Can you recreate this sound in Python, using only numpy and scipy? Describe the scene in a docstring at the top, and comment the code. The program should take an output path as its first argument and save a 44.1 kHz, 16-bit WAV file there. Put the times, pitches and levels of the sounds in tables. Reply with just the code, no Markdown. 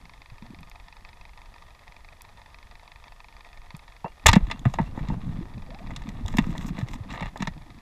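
"""Over a reef, from a cased camera on a diver's head: crackling water hiss, low surge and a steady
far ticking, likely a boat engine, with dull thumps of the case and a few near shrimp snaps.
Past four seconds a band-powered speargun fires close by and bubbles hiss; gun, rubber bands and line
knock, ping and rub while water rumbles past the case, and later the gear lets go of bubbles.
Ticks and hiss ring in the modes of the plastic case, knocks and rubbing in those of the gun."""
import sys
import numpy as np
from scipy import signal
from scipy.io import wavfile

SR = 44100
rng = np.random.default_rng(int(sys.argv[2]) if len(sys.argv) > 2 else 0)


def pcm_store(signal):
    """Save signal as 16-bit PCM."""
    levels = np.round(np.clip(np.atleast_2d(signal), -1, 1) * 32767)
    wavfile.write(sys.argv[1], SR, levels.astype(np.int16).T)


N = 344414  # length [samples]


def amp(db):
    """Decibels to gain."""
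    return 10 ** (np.asarray(db) / 20)


def rms_one(x):
    """Scale to unit rms."""
    return x / np.sqrt(np.mean(x ** 2) + 1e-20)


def butter(x, hz, kind, order=2):
    """Butterworth filter."""
    return signal.sosfilt(signal.butter(order, hz, kind, fs=SR, output="sos"), x)


def drift(hz):
    """Random wander of unit rms, slower than hz."""
    return rms_one(butter(rng.standard_normal(N + SR), hz, "low")[SR:])


def add(out, s, sound):
    """Mix a short sound in at time s."""
    at = max(round(s * SR), 0)
    out[at:at + len(sound)] += sound[:N - at]


def burst(t60, rise_s):
    """A puff of noise that swells quickly and dies away."""
    t = np.arange(round(.12 * SR)) / SR
    swell = 1 - np.exp(-t / rise_s)
    return rng.standard_normal(len(t)) * swell * amp(-60 * t / max(t60, .004))


def grains(per_s, spread_db):
    """Random clicks of very uneven size; rms 1."""
    sizes = amp(spread_db * np.minimum(rng.exponential(1, N), 4)) * rng.choice([-1, 1], N)
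    return rms_one(sizes * (rng.random(N) < per_s / SR))


def modes(x, table, spread_db=0):
    """Parallel two-pole resonances, their gains scattered at random by spread_db."""
    out = 0
    for hz, width, db in table:
        r = np.exp(-np.pi * width / SR)
        gain = amp(db + spread_db * rng.standard_normal()) * (1 - r * r) / 2
        poles = [1, -2 * r * np.cos(2 * np.pi * hz / SR), r * r]
        out = out + signal.lfilter([gain, 0, -gain], poles, x + 1e-18)
    return out


def in_time(rows, t):
    """Columns of a curve, read at times t."""
    s, *columns = np.transpose(rows)
    return [np.interp(t, s, c) for c in columns]


# modes of the plastic case round the microphone: (frequency [Hz], width [Hz], relative level [dB])
CASE_MODES = [(717, 33, 3.5), (935, 262, 7.5), (1210, 43, 5.5), (1828, 235, 7), (2500, 290, -5),
              (3370, 450, 2), (4470, 190, -23.5), (6470, 730, -27.5)]
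# dead spots between the modes: (frequency [Hz], width [Hz])
CASE_DEAD_SPOTS = [(1570, 93), (2950, 610), (4200, 110)]


def case(x):
    """Waterborne sound rings in the case modes, then thins at the dead spots between them."""
    out = modes(x, CASE_MODES)
    for hz, width in CASE_DEAD_SPOTS:
        # part of the sound passes each dead spot untouched
        out = 0.24 * out + 0.72 * signal.lfilter(*signal.iirnotch(hz, hz / width, SR), out)
    return out


def reef_hiss():
    """The reef crackles finely, in clumps: a mass of tiny clicks heard through the case."""
    hiss_db = -59 + 2.8 * drift(25)
    crackle = butter(grains(3000, 5.25), 1327, "low", order=1)
    return amp(hiss_db) * rms_one(case(crackle))


def self_noise():
    """The microphone's own steady noise, with a faint narrow hiss high up."""
    noise = butter(butter(rng.standard_normal(N), 170, "high"), 2370, "low", order=1)
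    high_hiss = butter(rng.standard_normal(N), [10800, 11300], "band")
    return amp(-64) * rms_one(noise) + amp(-82.5) * rms_one(high_hiss)


# water stirred by the diver's moves, at the case: (time [s], relative level [dB])
MOTION = [(0, -54.5), (.38, -89), (.43, -51), (.59, -48), (.7, -67.5), (4.22, -74), (4.27, -27),
          (4.46, -39.5), (4.6, -44), (4.85, -40), (5.15, -33.5), (5.45, -38.5), (5.8, -46.5), (5.88, -39),
          (6.2, -40), (6.4, -33), (6.9, -41.5), (7.26, -41.5), (7.32, -52.5), (7.45, -43), (7.81, -54.5)]


def stirred_water_db():
    """Level of the stirred water, following the diver's moves."""
    motion_db, = in_time(MOTION, np.arange(N) / SR)
    return motion_db


def surge(motion_db):
    """Low pressure swings push the membrane directly, in calm water and more while moving."""
    calm_db, moving_over_motion_db = -50.5, 2
    swings = butter(butter(rng.standard_normal(N), 36.0, "low"), 14, "high")
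    swings = rms_one(swings) * amp(2.0 * drift(20.0))
    return swings * np.hypot(amp(calm_db), amp(motion_db + moving_over_motion_db))


def gurgle():
    """Trapped water slops: random pushes dealt to low rings of ten cycles; rms 1."""
    pushes, dealt, out = grains(300, 4.87), rng.integers(0, 10, N), 0
    for k, hz in enumerate(np.geomspace(80, 330, 10)):
        r, w = amp(-60 * hz / 10.0 / SR), 2 * np.pi * hz / SR
        push = pushes * (dealt == k) + 1e-18
        out = out + signal.lfilter([np.sin(w)], [1, -2 * r * np.cos(w), r * r], push)
    low = butter(out, 285, "low", order=6) + 0.057 * butter(out, 770, "low")
    return rms_one(butter(low, 140, "high"))


def rumble(motion_db):
    """Gurgling water pushes the membrane directly, as strongly as the diver stirs it."""
    return gurgle() * amp(motion_db + 3.04 * drift(20.0))


def bubble_wash(motion_db):
    """Fine bubbles in the stirred water wash against the case as a mass of small clicks."""
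    clicks = rms_one(butter(grains(600, 4.14), [300, 1000], "band"))
    wash_over_motion_db = -16.5
    return clicks * amp(motion_db + wash_over_motion_db + 3.5 * drift(20))


# the far engine hunts around its mean speed:
# (time [s], lag behind the even beat [ms], relative level [dB])
ENGINE = [(0, 5.5, -36.5), (0.55, -2, -36), (0.96, 4.5, -35.5), (1.3, -2.5, -37), (1.71, -5, -39),
          (1.96, 5, -36), (2.36, -3.5, -40), (2.46, 2, -36.5), (2.79, 5, -35.5), (3.2, -3, -35),
          (3.53, -9, -36), (3.83, 7.5, -36), (3.97, 11.5, -37.5), (4.2, -6.5, -42), (5.2, 5.5, -49.5),
          (5.75, 6.5, -32.5), (6.15, 6, -48), (7.81, 11.5, -40)]
# its cylinders in firing order: (relative level [dB])
CYLINDERS = [-10.5, -1, -2, -3.5]
FIRINGS_PER_S, FIRST_EVEN_BEAT_S, FIRING_SCATTER_DB = 24.075, 0.008, 1.6


def ticks():
    """Each firing is a sharp click with a little puff; distance leaves a band around one ring."""
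    out = np.zeros(N)
    even = np.arange(FIRST_EVEN_BEAT_S, N / SR - .02, 1 / FIRINGS_PER_S)
    lag_ms, level_db = in_time(ENGINE, even)
    level_db = level_db + np.resize(CYLINDERS, len(even))
    level_db = level_db + FIRING_SCATTER_DB * rng.standard_normal(len(even))
    for s, db in zip(even + lag_ms / 1000, level_db):
        puff = 0.5 * burst(0.025, 0.00023)
        puff[0] = 4.4  # the click
        add(out, s, amp(db + 10.0) * puff)
    out = butter(out, [1500, 5300], "band", order=4) * 0.62 + 0.66 * butter(out, [700, 1300], "band")
    ring = 2.33 * butter(out, [2100, 2700], "band")
    return out + ring + 0.22 * butter(out, [4500, 5100], "band", order=1)


# dull thumps on the case, and one short bubble blip at 4.74 s:
# (time [s], relative level [dB], ring [Hz])
THUMPS = [(0.318, -39, 113), (0.422, -36, 206), (0.504, -36, 197), (0.534, -42, 300), (3.742, -32.5, 153),
          (4.045, -29, 166), (4.257, -10, 72), (4.287, -8, 94.4), (4.336, -14.5, 194), (4.365, -1.5, 189),
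          (4.424, -14, 42.3), (4.657, -12, 162), (4.665, -8, 135), (4.74, -23.5, 790), (4.799, -14.5, 196),
          (4.815, -18.5, 137), (4.976, -25.5, 242), (5.008, -25.5, 145), (5.086, -20, 120),
          (5.102, -19.5, 178), (6.245, -22, 81.5), (6.348, -21.5, 210), (6.387, -9, 217), (6.409, -18, 32),
          (6.469, -24, 195), (6.491, -24.5, 200), (6.681, -35, 190), (6.786, -24, 204), (6.827, -19, 120.7),
          (7.005, -25.5, 97), (7.405, -23, 200), (7.425, -21.5, 188), (7.478, -23.5, 166), (7.49, -31, 28)]


def thumps():
    """The case rocks on its strap (one row is a bubble blip): a few cycles swell and die, low ones longer."""
    out, t = np.zeros(N), np.arange(round(.2 * SR)) / SR
    for s, db, hz in THUMPS:
        swell = (1 - np.exp(-t * hz / 0.58)) * amp(-60 * t * (hz + 60) / 8.76)
        thump = butter(swell * np.sin(2 * np.pi * hz * t), 3.4 * hz, "low")
        add(out, s, amp(db + 11.0) * thump)
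    return out


# shrimp snaps near the microphone: (time [s], relative level [dB])
SNAPS = [(0.608, -47), (0.6984, -40), (2.2197, -35), (3.767, -37.5)]


def snaps():
    """A near shrimp gives a bare bright crack: a very short puff of high noise."""
    out = np.zeros(N)
    for s, db in SNAPS:
        add(out, s - .0005, amp(db + 8) * burst(0.0021, 0.0003))
    return butter(out, [4500, 13000], "band")


# shot and knocks of gun and line, close by:
# (time [s], relative level [dB], treble against the body [dB])
KNOCKS = [(4.045, -22, -50), (4.059, -25, -58), (4.26, 0, -19), (4.264, 1.5, -1.5), (4.268, 2, 0),
          (4.279, -12, -8), (4.284, -7, -1), (4.288, -0.5, -13.5), (4.292, -1.5, -11.5), (4.315, -19, -9),
          (4.332, -3, -13), (4.356, -20, -5), (4.361, -11, -19.5), (4.47, -37.5, -11), (4.501, -26, -17.5),
          (4.513, -18, -13.5), (4.594, -42, 7), (4.654, -18, -23), (4.739, -25, -10), (4.753, -42, -15),
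          (4.787, -14, -26.5), (4.817, -54, 9.5), (4.976, -27.5, -27.5), (4.992, -29.5, -19),
          (5.086, -33, -11), (5.101, -27, -27.5), (5.907, -30, -21), (5.963, -24.5, -8), (6.02, -33, -16),
          (6.09, -32, -4.5), (6.255, -34.5, -33.5), (6.262, -43, 10.5), (6.282, -30, 2), (6.327, -36, -9.5),
          (6.34, -27, -19), (6.371, -21.5, -6), (6.385, -9.5, -15), (6.505, -35, -12.5), (6.552, -29, -25),
          (6.58, -32, 4.5), (6.687, -31, -12.5), (6.782, -27.5, -23.5), (6.789, -30, -10),
          (6.813, -31.5, -15.5), (6.886, -32, -10), (6.936, -36.5, -14), (7.104, -30, -14.5),
          (7.114, -30.5, -13.5), (7.127, -33, -9), (7.138, -25, -23.5), (7.157, -30, -19.5),
          (7.176, -33, -22), (7.208, -23.5, -16.5), (7.225, -22, -19), (7.258, -27, -17.5),
          (7.273, -39, -19), (7.286, -38.5, -14), (7.359, -24.5, -26.5), (7.375, -41.5, 8.5),
          (7.405, -29.5, -16), (7.423, -18.5, -12.5), (7.473, -19.5, -13)]
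# modes of the gun, heard in knocks and rubbing: (frequency [Hz], width [Hz], relative level [dB])
GUN_MODES = [(686, 780, -1.5), (904, 600, 2.5), (1210, 150, -4), (1775, 700, -1.5), (1914, 220, -3),
             (2700, 310, -8), (3430, 550, -4.5), (5386, 1300, -26.5), (6850, 600, -18.5),
             (12740, 2900, -24)]
# softer knocks last longer: t60 at 0 dB treble, dB of length gained per dB of treble lost, longest t60
HARD_T60_S, SOFT_STRETCH, LONGEST_T60_S = 0.023, 0.43, 0.08
# every knock opens with a crack: its t60, and its level over the puff
CRACK_T60_S, CRACK_DB = 0.009, 8.0
# the gun's frame rings on after a knock: share of the mode widths, and level
RING_WIDTH, RING_DB = 0.13, 10.5


def knocks():
    """Contacts crack and puff: hard ones thin and bright, with treble dying sooner, soft ones long and dull."""
    out = np.zeros(N)
    frame_modes = np.multiply(GUN_MODES[:6], [1, RING_WIDTH, 1])
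    for s, db, treble_db in KNOCKS:
        t60 = min(HARD_T60_S * amp(-SOFT_STRETCH * treble_db), LONGEST_T60_S)
        hit = burst(t60, 0.00063) + amp(CRACK_DB) * burst(CRACK_T60_S, 0.00044)
        # more treble opens the top of the body and thins its bottom
        top_hz = np.clip(4500 * amp(0.74 * (treble_db + 13.5)), 950, 7000)
        bottom_hz = np.clip(1100 * amp(1.6 * (treble_db + 13.0)), 150, 2500)
        hit = butter(butter(hit, top_hz, "low", order=3), bottom_hz, "high", order=1)
        body = modes(hit, GUN_MODES, spread_db=2.0)
        body = body + amp(RING_DB) * modes(hit, frame_modes, spread_db=1.0)
        treble = butter(burst(0.4 * t60, 0.0018), [3300, 10000], "band")
        treble = modes(treble, GUN_MODES[-4:], spread_db=4.0)
        knock = body / np.abs(body).max() + amp(treble_db) * treble / np.abs(treble).max()
        add(out, s - .001, amp(db) * knock)
    return out


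# small metal parts ping close by: (time [s], relative level [dB])
PINGS = [(4.049, -42.5), (4.531, -46), (4.861, -50), (5.11, -49)]
# modes of those parts: (frequency [Hz], relative level [dB], t60 [s])
PING_MODES = [(2823, -2.5, 0.16), (4600, -19, .05), (7350, -25, 0.039)]


def pings():
    """Small metal parts start a little flat and settle on their modes as they ring out."""
    out, t = np.zeros(N), np.arange(round(.15 * SR)) / SR
    settling = t + 0.00146 * np.exp(-t / 0.025)
    for s, db in PINGS:
        for hz, level_db, t60 in PING_MODES:
            fade = amp(db + level_db - 60 * t / t60)
            add(out, s, fade * np.sin(2 * np.pi * hz * settling))
    return out


# rubber and line rub in strokes, close by; the first row is bubble hiss after the shot:
# (start [s], end [s], relative level [dB], fizz against the slips [dB])
STROKES = [(4.294, 4.4, -50, -14.5), (4.393, 4.582, -54, -22), (4.639, 4.775, -52.5, -15),
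           (4.8, 4.89, -52, -17), (4.954, 5.166, -56, -18.5), (5.204, 5.444, -56.5, -20.5),
           (5.78, 6.23, -57.5, -17.5), (6.265, 6.455, -49.5, -14.5), (6.432, 6.604, -48, -15.5),
           (6.6, 6.707, -50, -10.5), (6.724, 6.854, -48.5, -19.5), (6.87, 6.972, -49, -11),
           (7.078, 7.207, -44.5, -23), (7.213, 7.301, -45, -30), (7.392, 7.46, -46, -27)]


def rubbing():
    """Uneven slips ring in the gun under a fine fizz, in strokes; the first stands for bubble hiss."""
    t = np.arange(N) / SR
    slips = butter(grains(700, 4.0) * amp(3.5 * drift(60)), [700, 4300], "band", order=4)
    slips = rms_one(modes(slips, GUN_MODES))
    slips = slips + 0.7 * butter(slips, [850, 1330], "band")
    fizz = grains(9000, 3.5) * amp(3.5 * drift(30))
    fizz = butter(fizz, [4700, 8100], "band", order=3) + 0.38 * butter(fizz, [11600, 13600], "band")
    fizz = rms_one(fizz)
    out = np.zeros(N)
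    for start, end, db, fizz_db in STROKES:
        stroke = np.clip(np.minimum(t - start, end - t) / 0.011, 0, 1)  # 11 ms ramps
        out += amp(db) * stroke * (slips + amp(fizz_db) * fizz)
    return out


# bubbles let go by the gear, close by: (time [s], relative level [dB], starting pitch [Hz])
BUBBLES = [(5.41, -32, 298), (5.69, -44, 488), (5.715, -41.5, 624), (5.75, -40.5, 746), (5.805, -40.5, 658)]


def bubbles():
    """Each bubble rings as a single tone that rises in pitch as it fades."""
    out, t = np.zeros(N), np.arange(round(.15 * SR)) / SR
    for s, db, hz in BUBBLES:
        fade = amp(db - 60 * t / 0.12) * (1 - np.exp(-t / 0.00045))
        add(out, s, fade * np.sin(2 * np.pi * hz * (t + 3.5 * t * t)))
    return out


def scene():
    """Water and reef, far engine and close gear summed at the one microphone in the case."""
    motion_db = stirred_water_db()
    water = surge(motion_db) + rumble(motion_db) + bubble_wash(motion_db)
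    background = reef_hiss() + self_noise() + case(ticks())
    contacts = knocks() + rubbing()
    # knocks and rubbing share three dead spots of the gun
    for hz in (1400, 3080, 4500):
        contacts = signal.lfilter(*signal.iirnotch(hz, 11.0, SR), contacts)
    return (background + water + thumps() + snaps() + contacts + pings() + bubbles())[None]


def record(dry):
    """Peaks flatten near full scale, and the top is cut by 60 dB from 16.5 kHz up."""
    flattened = 1.05 * np.tanh(dry / 1.05)
    return signal.sosfilt(signal.cheby2(10, 60, 16500, fs=SR, output="sos"), flattened)


dry = scene()
out = record(dry)
pcm_store(out)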